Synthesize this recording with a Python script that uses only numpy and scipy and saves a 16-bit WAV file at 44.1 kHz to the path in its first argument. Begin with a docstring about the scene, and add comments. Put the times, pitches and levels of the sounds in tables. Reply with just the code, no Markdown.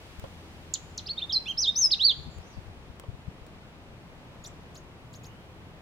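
"""Among trees, a warbler in a cedar a few metres away gives two sharp chips, a quick jumbled phrase and,
later, four thin calls. Each note is a gliding whistle from the syrinx, whose two sides can oscillate
independently and so sound two pitches at once. Foliage scatters the song and the trees reverberate.
Beneath it lie a distant bird, small ticks and bumps of a hand-held camera, a low outdoor hiss,
a faint hum and a dull drone that swells towards the end."""
import sys
import numpy as np
from scipy import signal
from scipy.fft import rfft, irfft
from scipy.io import wavfile
from scipy.ndimage import uniform_filter1d

SR = 44100
rng = np.random.default_rng(int(sys.argv[2]) if len(sys.argv) > 2 else 0)


def output_pcm(signal):
    """Save a mono or channel-first signal as 16-bit PCM at the path in sys.argv[1].

    Samples are clipped to [-1, 1] before scaling.
    """
    pcm = np.clip(np.atleast_2d(signal).T, -1, 1) * 32767
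    wavfile.write(sys.argv[1], SR, np.round(pcm).astype(np.int16))


N = 256284
T = np.arange(N) / SR

# Levels in the tables are relative; filters and envelopes act on them afterwards.
# chips: t/s and f/Hz of the snap, snap level/dB, tail level/dB, left minus right/dB
CHIP_NOTES = [(0.7404, 6880, -19.5, -35, -4), (.9793, 5990, -30.5, -36.5, 0)]
# turning points of pitch, one list a syllable: t/s, f/Hz
SYLLABLE_PITCHES = [
    [(1.056, 3300), (1.067, 4750), (1.074, 5000), (1.0765, 5700), (1.080, 3100), (1.084, 2490),
     (1.095, 4180), (1.110, 4470), (1.123, 4410)],
    [(1.167, 3040), (1.179, 3730), (1.189, 3690), (1.193, 4450), (1.197, 2520), (1.203, 2260),
     (1.224, 3580), (1.242, 3595)],
    [(1.293, 3630), (1.301, 3820), (1.307, 3370), (1.319, 3130), (1.328, 5530), (1.351, 4250),
     (1.362, 4037), (1.380, 4260)],
    [(1.457, 2260), (1.488, 3110), (1.502, 3223), (1.516, 3070), (1.527, 2610)],
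    [(1.571, 3270), (1.577, 5010), (1.612, 6240), (1.617, 5750), (1.632, 4920), (1.642, 4060),
     (1.665, 3110), (1.683, 3748), (1.702, 3660)],
    [(1.752, 3550), (1.758, 5100), (1.769, 5910), (1.784, 6140), (1.789, 6500), (1.812, 6140),
     (1.839, 5370), (1.856, 5096), (1.868, 5234)],
    [(1.902, 2010), (1.909, 3400), (1.9145, 5365), (1.927, 4300), (1.942, 3540), (1.950, 2350)],
    [(1.987, 2524), (2.019, 3820), (2.031, 3956), (2.049, 4580), (2.067, 4550), (2.089, 4085),
     (2.095, 3790), (2.117, 3130), (2.122, 2950)],
]
# delivery of each syllable: level/dB, attack/s, swell/dB, overtone gain/dB, left minus right/dB
SYLLABLE_DYNAMICS = [(-32.5, .019, 1, -8, -2.5), (-29.5, .018, 3.5, -6, -2), (-26, .006, 7, -3, -3.5),
                     (-23.5, .014, -2, 6.5, -4.5), (-24, 0.011, 6.5, -1.5, -3), (-23, .010, 7.5, 5, 3.5),
                     (-19, 0.017, 1, 3.5, -3), (-21, 0.0065, 4, -2.5, -5)]
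# the other side of the syrinx, opening the fourth syllable: t/s, f/Hz
SECOND_VOICE = [(1.450, 3000), (1.463, 3575), (1.475, 3400)]
# pitch of a dipping call, a soft call and its lower voice: t/s from the call's start, f/Hz
DIP_CALL = [(0, 6970), (.005, 6800), (.010, 4120), (0.017, 3240), (0.024, 6000), (.030, 5760), (.035, 7700),
            (.038, 6900), (0.046, 8770)]
SOFT_CALL = [(0, 6260), (.0075, 7720), (0.0123, 5030), (0.015, 3620), (0.024, 5710), (0.031, 7250),
             (.034, 6500), (0.043, 6360)]
SOFT_CALL_LOW = [(.0085, 5360), (.012, 3460), (.020, 2600)]
# late calls: t/s, pitch curve, level/dB, overtone gain/dB
LATE_CALLS = [(4.438, DIP_CALL, -43, 13), (4.7447, SOFT_CALL, -50, 23.5), (5.129, SOFT_CALL, -50, 18),
              (5.2334, SOFT_CALL, -50.5, 21)]
# harmonics 2, 3 and 4 at the syrinx: level/dB
OVERTONE_LEVELS = [-30.5, -40.5, -37.5]
# transmission of the overtones through the throat: f/Hz, gain/dB
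THROAT_RESPONSE = [(2000, 4.5), (6500, 2), (8500, -15), (12000, -6), (16000, -11.5)]
# turbulence at the syrinx: f/Hz, level/dB
RASP_SPECTRUM = [(2500, -11.5), (5000, 0.5), (9000, 0.5), (12000, -2), (15500, -4.5)]
# strength of the voice at each pitch: f/Hz, gain/dB
PITCH_RESPONSE = [(2200, -20), (3000, -10.5), (3700, 0), (5200, 2.5), (6300, -1)]
# notes of the distant bird: t/s, duration/s, first f/Hz, last f/Hz, level/dB
FAR_NOTES = [(2.097, 0.13, 6870, 6870, -70), (2.289, 0.067, 7200, 6850, -66),
             (2.40, 0.074, 5150, 6680, -67), (2.486, .055, 6650, 4200, -62.5), (5.20, .11, 2450, 3010, -66),
             (5.309, 0.102, 3010, 3180, -68)]

# ticks and knocks on the camera body: t/s, level/dB, 60 dB decay time/s
TICKS = [(.1968, -37.5, 0.0088), (1.857, -29, .003), (2.384, -54, .025), (2.9975, -40.5, 0.016),
         (3.466, -52, .02)]
KNOCKS = [(.241, -37, .08), (2.9975, -44, .04), (3.037, -42.5, .05), (2.384, -47, .03), (3.466, -49, .03)]
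# soft bumps of the hands: t/s, level/dB, duration/s
BUMPS = [(0.179, -41, 0.025), (.218, -41.5, 0.035), (2.149, -48, 0.095), (2.243, -44, 0.064),
         (2.338, -45.5, 0.093), (2.561, -41, 0.042), (2.629, -49.5, 0.11), (2.884, -45.5, 0.044),
         (3.071, -37.5, 0.045), (3.119, -45.5, 0.049), (3.274, -35.5, 0.023), (3.406, -46, 0.031)]
# spectra of these three contacts: f/Hz, level/dB
TICK_SPECTRUM = [(200, -7), (1500, 2.5), (3500, -10), (6000, -6.5), (8700, -2), (12000, -25), (15500, -5)]
KNOCK_SPECTRUM = [(100, 2), (350, -14.5), (560, 9), (800, -12), (1100, -1), (1700, -26), (3200, -14),
                  (6000, -65)]
BUMP_SPECTRUM = [(20, -21), (50, 5), (90, 4.5), (150, -4.5), (250, -16.5), (500, -52), (2000, -100)]

# outdoor noise: f/Hz, level/dB
AIR_SPECTRUM = [(15, -34), (25, -5), (44, -0.5), (75, 0.5), (133, -2), (297, -11.5), (399, -12.5),
                (523, -14), (598, -15), (741, -16), (1080, -19), (1620, -24.5), (2560, -27.5),
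                (6050, -39.5), (15500, -51.5)]
# its stereo width: f/Hz, side minus mid/dB
AIR_WIDTH = [(30, -1), (90, -12.5), (300, -12.5), (700, -7.5), (1400, -1.5), (3000, 4.5), (12000, -1)]
# envelope of its upper hiss: t/s, gain/dB
HISS_ENVELOPE = [(0, 7.5), (.6, 5), (1.2, 4), (2.7, 1), (3.6, 0), (5.8, -1)]
# partials of the hum: f/Hz, level/dB
HUM_PARTIALS = [(82, -50), (166, -56), (328.4, -62)]
# envelope of the hum: t/s, gain/dB
HUM_ENVELOPE = [(0, -13), (.5, 1), (1.2, -2.5), (1.9, -13), (2.6, -19), (5.8, -10.5)]
# noise band of the drone: f/Hz, level/dB
DRONE_SPECTRUM = [(70, -20.5), (105, 5.5), (125, 9), (160, 1.5), (230, -7.5), (330, -41)]
# envelope of the drone: t/s, level/dB
DRONE_ENVELOPE = [(3.8, -74.5), (4.05, -56.5), (4.4, -65), (4.8, -64.5), (5.15, -52), (5.8, -58)]


def chips(top_hz=7800, tail_hz=4650, end_hz=2850, rise_s=.004, plunge_s=.003, tail_s=.019):
    """A fast sweep spreads energy into a snap; the syrinx's other side drops faster, a tone lingers."""
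    out = 0
    for at, hz, db, tail_db, lean_db in CHIP_NOTES:
        tail_at = at + plunge_s
        sweep = [(at - rise_s, top_hz, db - 16), (at, hz, db), (tail_at, tail_hz, tail_db - 5),
                 (tail_at + tail_s * .42, tail_hz * .86, tail_db),
                 (tail_at + tail_s, end_hz, tail_db - 11)]
        other_side = [(at - .0007, hz * .86, db - 10), (tail_at + .0007, end_hz, db - 19)]
        lingering = [(tail_at, hz, db - 13), (tail_at + .01, hz, db - 26)]
        out += panned_whistle(sweep, rasp_db=-35, bright_db=-1.5, lean_db=lean_db)
        for gesture in (other_side, lingering):
            out += panned_whistle(gesture, rasp_db=-16.5, bright_db=1, lean_db=lean_db)
    return out


def phrase():
    """Frequency modulation of a nearly pure tone forms eight syllables, with a brief second voice."""
    second_voice = note(SECOND_VOICE, db=-37, attack_s=.01)
    out = panned_whistle(second_voice, rasp_db=-22.5, bright_db=2.5, lean_db=-5)
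    for pitch, (db, attack_s, swell_db, bright_db, lean_db) in zip(SYLLABLE_PITCHES, SYLLABLE_DYNAMICS):
        gesture = note(pitch, db, attack_s, swell_db)
        out += panned_whistle(gesture, rasp_db=-41.5, bright_db=bright_db, lean_db=lean_db)
    return out


def late_calls():
    """Turbulence and overtones make thin calls scratchy; the soft ones have two voices (biphonation)."""
    out = 0
    for start, pitch, db, bright_db in LATE_CALLS:
        sides = [(pitch, db)]
        if pitch is SOFT_CALL:
            sides.append((SOFT_CALL_LOW, db + 2))
        for side, side_db in sides:
            gesture = note(np.array(side) + [start, 0], side_db, attack_s=.002)
            out += panned_whistle(gesture, rasp_db=-14.5, bright_db=bright_db, lean_db=1.5)
    return out


def note(pitch, db, attack_s, swell_db=0, release_s=.009, glide_hz_per_s=33000):
    """Amplitude follows pitch: low notes and fast glides are weaker. 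Gives a gesture: t/s, f/Hz, level/dB."""
    times, hz = np.transpose(pitch)
    times = np.sort(times)
    t = np.arange(times[0], times[-1], 1 / SR)
    hz = np.interp(t, times, hz)
    attack = -13.5 * np.clip(1 - (t - t[0]) / attack_s, 0, 1)
    release = -9 * np.clip(1 - (t[-1] - t) / release_s, 0, 1)
    glide = -1.73 * np.log2(1 + abs(np.gradient(hz)) * SR / glide_hz_per_s)
    swell = swell_db * np.linspace(-.5, .5, len(t))
    strength = 20 * np.log10(response(PITCH_RESPONSE, hz))
    return np.transpose([t, hz, db + swell + attack + release + glide + strength])


def whistle(gesture, rasp_db, bright_db, waver=.0055, flutter_db=1.65, edge_s=.00069):
    """Source and filter: one side of the syrinx oscillates, and the throat weights its overtones."""
    times, hz, db = np.transpose(gesture)
    times = np.sort(times)
    t = np.arange(times[0], times[-1], 1 / SR)
    # the muscles round the corners of the gesture
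    hz, db = (uniform_filter1d(np.interp(t, times, c), size=80, mode="nearest") for c in (hz, db))
    plunge = np.clip(-np.gradient(hz) * SR / 500000, 0, 1)  # a steep fall in pitch adds rasp
    hz = hz * (1 + waver * wander(500, t))
    phase = 2 * np.pi * np.cumsum(hz) / SR
    tone = np.sin(phase)
    for k, overtone_db in enumerate(OVERTONE_LEVELS, 2):
        gain = undb(overtone_db + bright_db + 4 * wander(70, t)) * response(THROAT_RESPONSE, k * hz)
        tone += gain * (k * hz < SR / 2) * np.sin(k * phase)
    tone += undb(rasp_db) * (.385 + plunge) * noise(RASP_SPECTRUM, len(t))
    gate = np.clip(np.minimum(t - t[0], t[-1] - t) / edge_s, 0, 1)
    return np.sqrt(2) * tone * gate * undb(db + flutter_db * wander(300, t))


def panned_whistle(gesture, rasp_db, bright_db, lean_db):
    """Directivity: the way the bird's head points gives each whistle a level difference between the ears."""
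    out = np.zeros((2, N))
    ear_gains = undb([lean_db / 2, -lean_db / 2])
    add(out, gesture[0][0], np.outer(ear_gains, whistle(gesture, rasp_db, bright_db)))
    return out


def among_trees(direct):
    """Multipath propagation: direct sound, then reflections from twigs, foliage and the wider wood."""
    voice = direct.mean(axis=0)
    twigs = scatter(voice, db=-9, t60=.069, delay_s=.00042)
    duller = colour(voice, [(5500, .75), (7500, -.5)])
    foliage = scatter(duller, db=-12.5, t60=.16, delay_s=.005)
    wood = scatter(duller, db=-21.5, t60=.62, delay_s=.015)
    return direct + twigs + foliage + wood


def scatter(x, db, t60, delay_s):
    """Diffuse reflection: convolution with random, exponentially decaying echoes, separate for each ear."""
    t = np.arange(SR) / SR
    echoes = rng.standard_normal((2, SR)) * rng.exponential(size=(2, SR))
    echoes *= np.exp(-np.log(1000) * t / t60) * np.clip(t / delay_s - 1, 0, 1)
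    echoes *= undb(db) / np.sqrt(np.sum(echoes ** 2, axis=1, keepdims=True))
    return signal.fftconvolve(x[None], echoes, axes=1)[:, :N]


def far_bird():
    """Far from a source the reverberant field prevails: only echoes arrive, their overtones lost."""
    notes = np.zeros(N)
    for start, length, first_hz, last_hz, db in FAR_NOTES:
        gesture = [(start, first_hz, db), (start + length, last_hz, db)]
        add(notes, start, whistle(gesture, rasp_db=-48.5, bright_db=-50, waver=.025))
    return scatter(notes, db=2, t60=.26, delay_s=.004)


def camera_handling(width=.7):
    """Impacts excite heavily damped vibration; the hands' soft pushes swell and fade at low frequency."""
    out = np.zeros((2, N))
    t = np.arange(8192) / SR
    for impacts, spectrum in ((TICKS, TICK_SPECTRUM), (KNOCKS, KNOCK_SPECTRUM)):
        for start, db, t60 in impacts:
            ring = noise(spectrum, len(t)) + width * np.outer([1, -1], noise(spectrum, len(t)))
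            add(out, start, undb(db) * ring * np.exp(-np.log(1000) * t / t60))
    for start, db, length in BUMPS:
        push = colour(rng.standard_normal((2, len(t))), BUMP_SPECTRUM)
        push *= np.sin(np.pi * np.minimum(t / length, 1)) ** 2
        push *= undb(db) / np.sqrt(np.sum(push ** 2, axis=1, keepdims=True) / (length * SR))
        add(out, start, undb([[4], [-7]]) * push)  # mostly on the left
    return out


def outdoor_air(db=-49, sway_db=.5, rumble_sway_db=.7, rumble_hz=200, hiss_hz=3000):
    """Coherence between the ears sets width: they share a restless rumble under a wide, smooth hiss."""
    side = colour(noise(AIR_SPECTRUM, N), AIR_WIDTH)
    air = undb(db) * (noise(AIR_SPECTRUM, N) + np.outer([1, -1], side))
    rumble = signal.sosfiltfilt(signal.butter(1, rumble_hz, fs=SR, output="sos"), air)
    hiss = signal.sosfiltfilt(signal.butter(1, hiss_hz, "high", fs=SR, output="sos"), air)
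    air += rumble * (undb(rumble_sway_db * wander(9, T)) - 1)
    air += hiss * (envelope(HISS_ENVELOPE) - 1)
    # the deepest rumble sits on the left
    left = colour(air[0], [(35, 2), (90, -2.5), (250, 1.5)])
    right = colour(air[1], [(35, -11), (90, -3), (250, 1)])
    return np.array([left, right]) * undb(sway_db * wander(2, T))


def hum(waver=.015, flicker_db=3, right_db=-3):
    """Common frequency modulation fuses three flickering partials into one faint, far-off hum."""
    drift = 1 + waver * wander(6, T)
    partials = np.zeros(N)
    for hz, db in HUM_PARTIALS:
        phase = 2 * np.pi * np.cumsum(hz * drift) / SR
        partials += undb(db + flicker_db * wander(7.7, T)) * np.sin(phase)
    return np.outer(undb([0, right_db]), np.sqrt(2) * partials * envelope(HUM_ENVELOPE))


def drone():
    """A narrow band of low noise is heard as a dull, distant drone, the same in both ears."""
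    return noise(DRONE_SPECTRUM, N) * envelope(DRONE_ENVELOPE)


def undb(db):
    """Amplitude ratio of a level in decibels."""
    return 10 ** (np.asarray(db) / 20)


def envelope(points):
    """Gain over the whole scene, interpolated between rows of t/s, level/dB."""
    return undb(np.interp(T, *np.transpose(points)))


def response(spectrum, hz):
    """Gain at hz, interpolated in log frequency between rows of f/Hz, level/dB."""
    f, db = np.transpose(spectrum)
    return undb(np.interp(np.log(hz + 1), np.log(f), db))


def colour(x, spectrum):
    """Zero-phase filtering by multiplication in the frequency domain."""
    size = x.shape[-1]
    return irfft(rfft(x) * response(spectrum, np.fft.rfftfreq(size, 1 / SR)), size)


def noise(spectrum, size):
    """Filtered Gaussian noise of rms 1."""
    x = colour(rng.standard_normal(size), spectrum)
    return x / x.std()


def wander(rate, t):
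    """Random modulation with a spread near 1, through `rate` independent values a second."""
    steps = rng.standard_normal(4096)
    return 1.152 * np.interp((t - t[0]) * rate, np.arange(len(steps)), steps)


def add(out, start, x):
    """Superpose x on out from a start time in seconds."""
    i = max(int(start * SR), 0)
    out[..., i:i + x.shape[-1]] += x[..., :N - i]


def scene():
    """Superposition: the pressures of the warbler, its echoes and the background add."""
    warbler = chips() + phrase() + late_calls()
    return among_trees(warbler) + far_bird() + outdoor_air() + hum() + drone() + camera_handling()


def record(dry):
    """Band limiting: the camera's steep low-pass cuts the treble above 15.8 kHz."""
    return signal.sosfilt(signal.ellip(10, .1, 70, 15800, fs=SR, output="sos"), dry)


dry = scene()
out = record(dry)
output_pcm(out)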